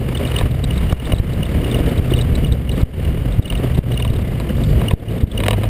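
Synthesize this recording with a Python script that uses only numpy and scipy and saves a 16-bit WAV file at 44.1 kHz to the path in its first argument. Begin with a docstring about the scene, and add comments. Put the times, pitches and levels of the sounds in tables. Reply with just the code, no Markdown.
"""An engine drones as a car drives through a rock tunnel: a firing tone, its half order and weak overtones,
with the pitch easing down near the exit. A small camera at the windscreen hears it under shaped-noise road rumble,
boom and tyre roar, with one swell of hiss; its mount squeaks in stick-slip chirps and rattles as ringing modes.
Bumps push the microphone and duck its limiter; a sample-and-hold adds a gritty treble."""
import sys
import numpy as np
from scipy import signal
from scipy.fft import rfft, irfft
from scipy.io import wavfile

SR = 44100
rng = np.random.default_rng(int(sys.argv[2]) if len(sys.argv) > 2 else 0)


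def dump(signal):
    """Clip the signal to [-1, 1] and save it as 16-bit WAV at the path in sys.argv[1]."""
    limited = np.clip(np.atleast_2d(signal).T, -1, 1)
    pcm = np.round(limited * 32767).astype(np.int16)
    wavfile.write(sys.argv[1], SR, pcm)


N = 250929
TIME_S = np.arange(N) / SR

# Road roughness heard in the cabin: (time [s], boom before trim [dB], tyre roar before trim [dB])
ROAD_LEVELS = [(0, -25, -40.5), (0.4, -27, -34), (0.52, -29, -43.5), (0.8, -27.5, -37),
               (1.12, -24.5, -37.5), (1.24, -29, -41.5), (1.8, -20.5, -35.5), (2.4, -25, -39),
               (2.64, -31.5, -45.5), (2.8, -23.5, -36.5), (3.17, -28.5, -42), (3.7, -26.5, -38.5),
               (4.1, -27.5, -41), (4.25, -30, -42), (4.9, -23.5, -38.5), (5.25, -28, -43.5),
               (5.5, -26.5, -39), (5.69, -28.5, -41)]
# Body rumble before bobbing and lumps: (time [s], level [dB])
RUMBLE_LEVELS = [(0, -22.5), (0.7, -17.5), (1.7, -18.5), (2.4, -17), (2.68, -23.5), (3.1, -18),
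                 (4.0, -20.5), (4.75, -16.5), (5.15, -23), (5.69, -23)]
# Noise spectra, rescaled to rms 1: (frequency [Hz], relative density [dB per Hz])
RUMBLE_SPECTRUM = [(10, -39), (22, -10.5), (44, 2.5), (58, 2), (80, 1.5), (110, -1.5), (150, -2),
                   (200, -13.5), (320, -43)]
BOOM_SPECTRUM = [(90, -30), (160, 0), (240, -0.5), (320, -5), (480, -6.5), (600, -10.5), (720, -15),
                 (860, -26.5), (1300, -66)]
ROAR_SPECTRUM = [(400, 0.5), (800, 2), (1020, 5), (1250, 4.5), (1450, 1.5), (1750, 3), (2200, 4.5),
                 (2600, 0), (2900, 6), (3250, -1.5), (4200, -9.5), (4700, -9), (5300, -14.5), (6000, -18)]
HISS_SPECTRUM = [(2500, -20), (3800, -3), (4600, 3), (5400, -9), (6000, -12)]
# Tyre hiss as the rock opens to daylight: (centre time [s], Gaussian half-width to 1/e [s], peak level [dB])
HISS_SWELL = (4.68, 0.11, -48)
# Road bumps: (nominal time [s], jolt [dB], pressure dip before it [dB])
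BUMPS = [(0.435, -1.5, -9), (0.929, 7, -10), (1.137, 2, -2), (1.204, -4, 2.5), (1.808, -1, -23),
         (1.997, 2.5, -8.5), (2.148, -0.5, -15), (2.328, 0, -25), (2.522, -5, -8.5), (2.834, 15, -5.5),
         (3.395, 7, 2), (3.789, 8.5, -6), (4.104, 0, -16), (4.937, 14.5, -3), (5.239, 8, 5.5)]
# Mount rocking: (nominal time [s], forward squeak [dB], return squeak before trim [dB])
MOUNT_ROCKS = [(0.1485, -19.5, -24), (0.25, -20, -29), (0.317, -22, -35), (0.3616, -12.5, -19.5),
               (0.706, -20, -42), (0.896, -24.5, -37), (0.9985, -24.5, -45), (1.1218, -18, -28),
               (1.43, -18, -32), (1.644, -22, -37), (1.7436, -16.5, -32), (2.137, -14, -28),
               (2.188, -20, -22), (2.444, -20.5, -33), (2.692, -20, -28.5), (3.0496, -30, -52),
               (3.454, -18, -31), (3.4999, -16, -34), (3.551, -21, -32), (3.9173, -24, -32.5),
               (3.9742, -17.5, -28.5), (4.023, -17, -36), (4.0764, -25, -36), (4.4913, -23.5, -52),
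               (4.793, -27.5, -41), (4.8824, -14.5, -32), (5.083, -26.5, -48), (5.3765, -15.5, -36),
               (5.46, -19, -34), (5.508, -15, -37)]
# Mount slipping back on its own: (nominal time [s], squeak before trim [dB])
BACK_SLIPS = [(0.6394, -22.5), (0.7767, -27.5), (1.0537, -30), (1.183, -29.5), (1.713, -25.5),
              (2.1066, -29.5), (2.3527, -25), (2.5217, -25.5), (3.3228, -33.5), (3.4244, -29),
              (4.1616, -34.5), (4.6364, -28), (5.315, -26.5), (5.4365, -27)]
# Mount knocks, and at 0.9244 s the crackle of a bump overloading the microphone input:
# (nominal time [s], clack peak [dB], thud before trim [dB re clack], snap before trim [dB re clack])
RATTLES = [(0.3877, -15, -2, -19), (0.409, -16, 5.5, -24), (0.9244, -22, 7.5, -7), (1.119, -16, 4.5, -29),
           (1.132, -22.5, 16, -25), (3.5234, -18, -3, -22), (3.9996, -17, -4, -24), (4.0483, -17, -1, -11),
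           (4.3991, -21, 8, -5), (4.8143, -18, 1, -18), (4.9089, -14.5, 4, -27), (5.402, -12.5, -3, -31),
           (5.435, -11.5, -17, -25), (5.4575, -18, -11, -20), (5.463, -16.5, 0, -1.5),
           (5.482, -2.5, 2.5, -11), (5.5071, -9.5, 0, -10), (5.5307, -13, 0, -28), (5.5371, -17, 1, -27),
           (5.6332, -13.5, -3, -33), (5.6388, -19, 5.5, -28)]
# Modes of the mount's plastic: (frequency [Hz], level [dB], t60 [s])
PLASTIC_MODES = [(967, 7.5, 0.034), (1144, 5.5, 0.021), (1736, 7, 0.014), (2180, 7.5, 0.012),
                 (2476, 4, 0.029), (3016, 10, 0.0071), (3870, 0.5, 0.024), (4820, -8.5, 0.01)]
# Modes of its hollow body: (frequency [Hz], level [dB], t60 [s])
BODY_MODES = [(450, -8, 0.024), (648, 4, 0.0062), (744, -3, 0.016)]
# Engine, before jitter and waver: (time [s], firing rate [Hz], firing tone [dB], half order before trim [dB])
ENGINE = [(0, 126.8, -23.5, -22.5), (.4, 126.1, -20, -22), (1.15, 124.3, -30, -23.5),
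          (1.6, 121.5, -23.5, -30.5), (2.85, 123, -22, -20.5), (3.3, 123, -28, -21),
          (3.9, 122.1, -19.5, -27), (4.3, 118, -21, -28), (5.15, 108.7, -19.5, -31.5),
          (5.69, 103.3, -16.5, -15)]
# Engine overtones: (multiple of firing rate [-], level [dB re firing tone])
OVERTONES = [(1.5, -29), (2, -14), (3, -24.5), (4, -26.5)]

# The car bobs on its springs
BOB_HZ, BOB_CREST_S = 4.4, 0.22
# Return slip: delay after the forward slip, mean pitch, rms pitch spread as a fraction
RETURN_DELAY_S, RETURN_HZ, RETURN_SPREAD = 0.0235, 3690, 0.028
HOLD_HZ, EDGE_HZ = 12000, 15500  # sample-and-hold rate, final low-pass


def amp(db):
    """Decibels to gain."""
    return 10 ** (np.asarray(db) / 20)


def unit(x):
    """Scale to rms 1."""
    return x / np.sqrt(np.mean(x ** 2) + 1e-20)


def curves(rows):
    """Each column after time as a curve over TIME_S."""
    time_s, *columns = np.transpose(rows)
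    return [np.interp(TIME_S, time_s, column) for column in columns]


def add(mix, start_s, sound):
    """Add a sound into the mix in place, cut at the end."""
    part = mix[max(round(start_s * SR), 0):][:len(sound)]
    part += sound[:len(part)]


def noise(spectrum):
    """Noise of rms 1 with the given spectrum, rolled off above its last point."""
    f_hz = np.fft.rfftfreq(N, 1 / SR) + 1  # +1 avoids log(0)
    hz, db = np.transpose(spectrum)
    rolloff = np.maximum(f_hz / hz[-1], 1) ** 2
    shape = amp(np.interp(np.log(f_hz), np.log(hz), db)) / rolloff
    return unit(irfft(rfft(rng.standard_normal(N)) * shape, N))


def wander(rate_hz):
    """Slow random curve of rms 1, Gaussian-filtered to about the given rate."""
    f_hz = np.fft.rfftfreq(N, 1 / SR)
    return unit(irfft(rfft(rng.standard_normal(N)) * np.exp(-(f_hz / rate_hz) ** 2), N))


def lowpass(x, cutoff_hz):
    """Steep linear-phase low-pass."""
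    return signal.oaconvolve(x, signal.firwin(301, cutoff_hz, fs=SR), "same")


def ring(modes):
    """Response of damped modes to one contact, alternate modes inverted."""
    t_s = np.arange(SR // 20) / SR
    response = np.zeros(len(t_s))
    for k, (hz, db, t60_s) in enumerate(modes):
        response += amp(db - 60 * t_s / t60_s) * np.sin(2 * np.pi * (hz * t_s + k / 2))
    return response


def squeak(hz, length_s, sag, rough_rad, scratch, octave_db=-21):
    """One stick-slip chirp: sharp swell, sagging pitch, phase random walk, faint octave and scrape noise."""
    u = np.linspace(0, 1, max(int(length_s * SR), 10))
    steps, scrape = rng.standard_normal((2, SR // 20))[:, :len(u)]
    angle = 2 * np.pi * np.cumsum(hz * (1 + sag * (.5 - u))) / SR
    angle += rough_rad * np.cumsum(steps) / np.sqrt(len(u))
    swell = np.sin(np.pi * u) * np.exp(-2 * abs(u - .5))
    edge = amp(octave_db) * np.sin(2 * angle) + scratch * scrape
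    return swell * (np.sin(angle) + swell * edge)  # edge peaks more sharply than the tone


def hiss():
    """Tyre hiss swells smoothly as the rock opens."""
    centre_s, width_s, db = HISS_SWELL
    return amp(db) * np.exp(-((TIME_S - centre_s) / width_s) ** 2) * noise(HISS_SPECTRUM)


def road(shake_hz=37, shake_jitter=0.0915, shake_db=1.62, rumble_bob_db=0.5, boom_bob_db=0.6,
         lumps_db=1.5, boom_flutter_db=3.0, roar_flutter_db=1.47, boom_trim_db=-0.42, roar_trim_db=2.5):
    """Asphalt drives the body: rumble and boom bob, boom and roar share a flutter, shaking pulses the roar."""
    boom_db, roar_db = curves(ROAD_LEVELS)
    bob = np.cos(2 * np.pi * BOB_HZ * (TIME_S - BOB_CREST_S))
    flutter = wander(60)
    shake = np.sin(2 * np.pi * np.cumsum(shake_hz * (1 + shake_jitter * wander(13.0))) / SR)
    rumble_db = curves(RUMBLE_LEVELS)[0] + rumble_bob_db * bob + lumps_db * wander(7.9)
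    boom_db = boom_db + boom_trim_db + boom_bob_db * bob + boom_flutter_db * flutter
    roar_db = roar_db + roar_trim_db + roar_flutter_db * flutter + shake_db * shake
    rumble = amp(rumble_db) * noise(RUMBLE_SPECTRUM)
    boom = amp(boom_db) * noise(BOOM_SPECTRUM)
    roar = amp(roar_db) * noise(ROAR_SPECTRUM)
    return rumble + boom + roar


def bumps(rise_s=.0007, settle_s=.0015, dip_width_s=.002, dip_lead_s=.004, delay_s=.002):
    """A jolt at the microphone: short pressure dip, then one push that settles smoothly."""
    out = np.zeros(N)
    for bump_s, jolt_db, dip_db in BUMPS:
        t_s = TIME_S - bump_s - delay_s
        # 2.01 brings the push's peak near 1
        out += amp(jolt_db) * 2.01 * np.exp(-np.logaddexp(-t_s / rise_s, t_s / settle_s))
        out -= amp(dip_db) * np.exp(-((t_s + dip_lead_s) / dip_width_s) ** 2)
    return out


def jiggle(per_s=12, level_db=-37, spread_db=3, back_hz=3650, forward_share=.25, forward_hz=2890, follows=0.96):
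    """Faint, scratchy mount slips at random times, mostly backward, louder where the road is rough."""
    out, roar_db = np.zeros(N), curves(ROAD_LEVELS)[1]
    shaken_db = level_db + follows * (roar_db - roar_db.mean())
    for when, size, pitch, way in rng.random((int(per_s * N / SR), 4)):
        if way < forward_share:
            chirp = squeak(forward_hz, length_s=0.016, sag=.03, rough_rad=1.6, scratch=0.06)
        else:
            hz = back_hz * (.92 + .16 * pitch)
            chirp = squeak(hz, length_s=0.015, sag=0.033, rough_rad=5.1, scratch=0.089)
        db = shaken_db[int(when * N)] + spread_db * (2 * size - 0.5)
        add(out, when * N / SR, amp(db) * chirp)
    return out


def squeaks(forward_hz=2890, lead_s=0.0023, stutter_db=-7, stutter_delay_s=0.0084, back_db=3):
    """Stick-slip: the mount chirps slipping forward, then stutters higher and rougher slipping back."""
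    out = np.zeros(N)
    for rock_s, db, _ in MOUNT_ROCKS:
        length_s = 0.0115 * rng.uniform(.8, 1.2)
        chirp = squeak(forward_hz, length_s, sag=0.031, rough_rad=1.4, scratch=0.055)
        add(out, rock_s - lead_s, amp(db) * chirp)
    # returns come half a swing after the forward slips
    returns = [(rock_s + RETURN_DELAY_S, db) for rock_s, _, db in MOUNT_ROCKS]
    for slip_s, db in returns + list(BACK_SLIPS):
        hz = RETURN_HZ * (1 + RETURN_SPREAD * rng.standard_normal())
        chirp = squeak(hz, length_s=0.01, sag=0.043, rough_rad=2.2, scratch=0.14)
        stutter = squeak(hz, length_s=0.0082, sag=0.054, rough_rad=4.9, scratch=0.23)
        add(out, slip_s - lead_s, amp(db + back_db) * chirp)
        add(out, slip_s - lead_s + stutter_delay_s, amp(db + stutter_db) * stutter)
    return out


def rattles(chatter_s=0.003, grit=0.085, thud_trim_db=-3, snap_trim_db=7, snap_decay_s=0.00076, delay_s=0.000932):
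    """An impulse and brief chatter ring the plastic and hollow body, under a snap of noise."""
    out, t_s = np.zeros(N), np.arange(SR // 20) / SR
    plastic, body = ring(PLASTIC_MODES), ring(BODY_MODES)
    for event_s, db, thud_db, snap_db in RATTLES:
        chatter = grit * rng.standard_normal(len(t_s)) * np.exp(-t_s / chatter_s)
        force = chatter + (t_s == 0)  # contact impulse
        clack = signal.fftconvolve(force, plastic)
        thud = signal.fftconvolve(force, body)
        snap = lowpass(rng.standard_normal(len(t_s)), 5300) * np.exp(-t_s / snap_decay_s)
        parts = (clack, 0), (thud, thud_db + thud_trim_db), (snap, snap_db + snap_trim_db)
        for sound, part_db in parts:
            add(out, event_s + delay_s, amp(db + part_db) * sound / abs(sound).max())
    return out


def engine(jitter=0.01365, waver_db=3, smear_rad=0.68, half_order_trim_db=-1.0):
    """Firing tone, half order an octave below and overtones, each wavering in level and phase in the cabin."""
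    firing_hz, firing_db, half_db = curves(ENGINE)
    angle = 2 * np.pi * np.cumsum(firing_hz * (1 + jitter * wander(9.66))) / SR
    orders = [(.5, half_db + half_order_trim_db), (1, firing_db)]
    orders += [(multiple, firing_db + db) for multiple, db in OVERTONES]
    out = np.zeros(N)
    for multiple, db in orders:
        level = amp(db + waver_db * wander(4.7))
        out += level * np.sin(multiple * angle + smear_rad * wander(9.9))
    return out


def scene():
    """All sources sum at one microphone, on two equal channels."""
    cabin = hiss() + road() + bumps() + jiggle() + squeaks() + rattles() + engine()
    return np.array([cabin, cabin])


def limiter(x, ceiling_db=-4.0, recovery_db_per_s=105, attack_s=0.00033):
    """Peaks over the ceiling pull the gain down fast; it recovers at a constant dB rate."""
    fall_db = recovery_db_per_s * TIME_S
    over_db = np.maximum(20 * np.log10(abs(x) + 1e-9) - ceiling_db, 0)
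    held_db = np.maximum.accumulate(over_db + fall_db) - fall_db
    r = np.exp(-1 / (attack_s * SR))
    reduction_db = signal.lfilter([1 - r], [1, -r], held_db)
    return x * amp(-reduction_db)


def record(dry, low_cut_hz=6):
    """Mono camera input: limiter, low cut, clip, then a sample-and-hold mirroring sound into the treble."""
    x = limiter(dry.mean(0))
    x = signal.lfilter(*signal.butter(1, low_cut_hz, "high", fs=SR), x)
    x = lowpass(np.clip(x, -1, 1), HOLD_HZ / 2)
    sampled = x * (1 + 2 * np.cos(2 * np.pi * HOLD_HZ * TIME_S))  # first images only
    hold_response = np.sinc(np.fft.rfftfreq(N, 1 / SR) / HOLD_HZ)
    held = irfft(rfft(sampled) * hold_response, N)
    out = lowpass(held, EDGE_HZ)
    return np.array([out, out])


dry = scene()
out = record(dry)
dump(out)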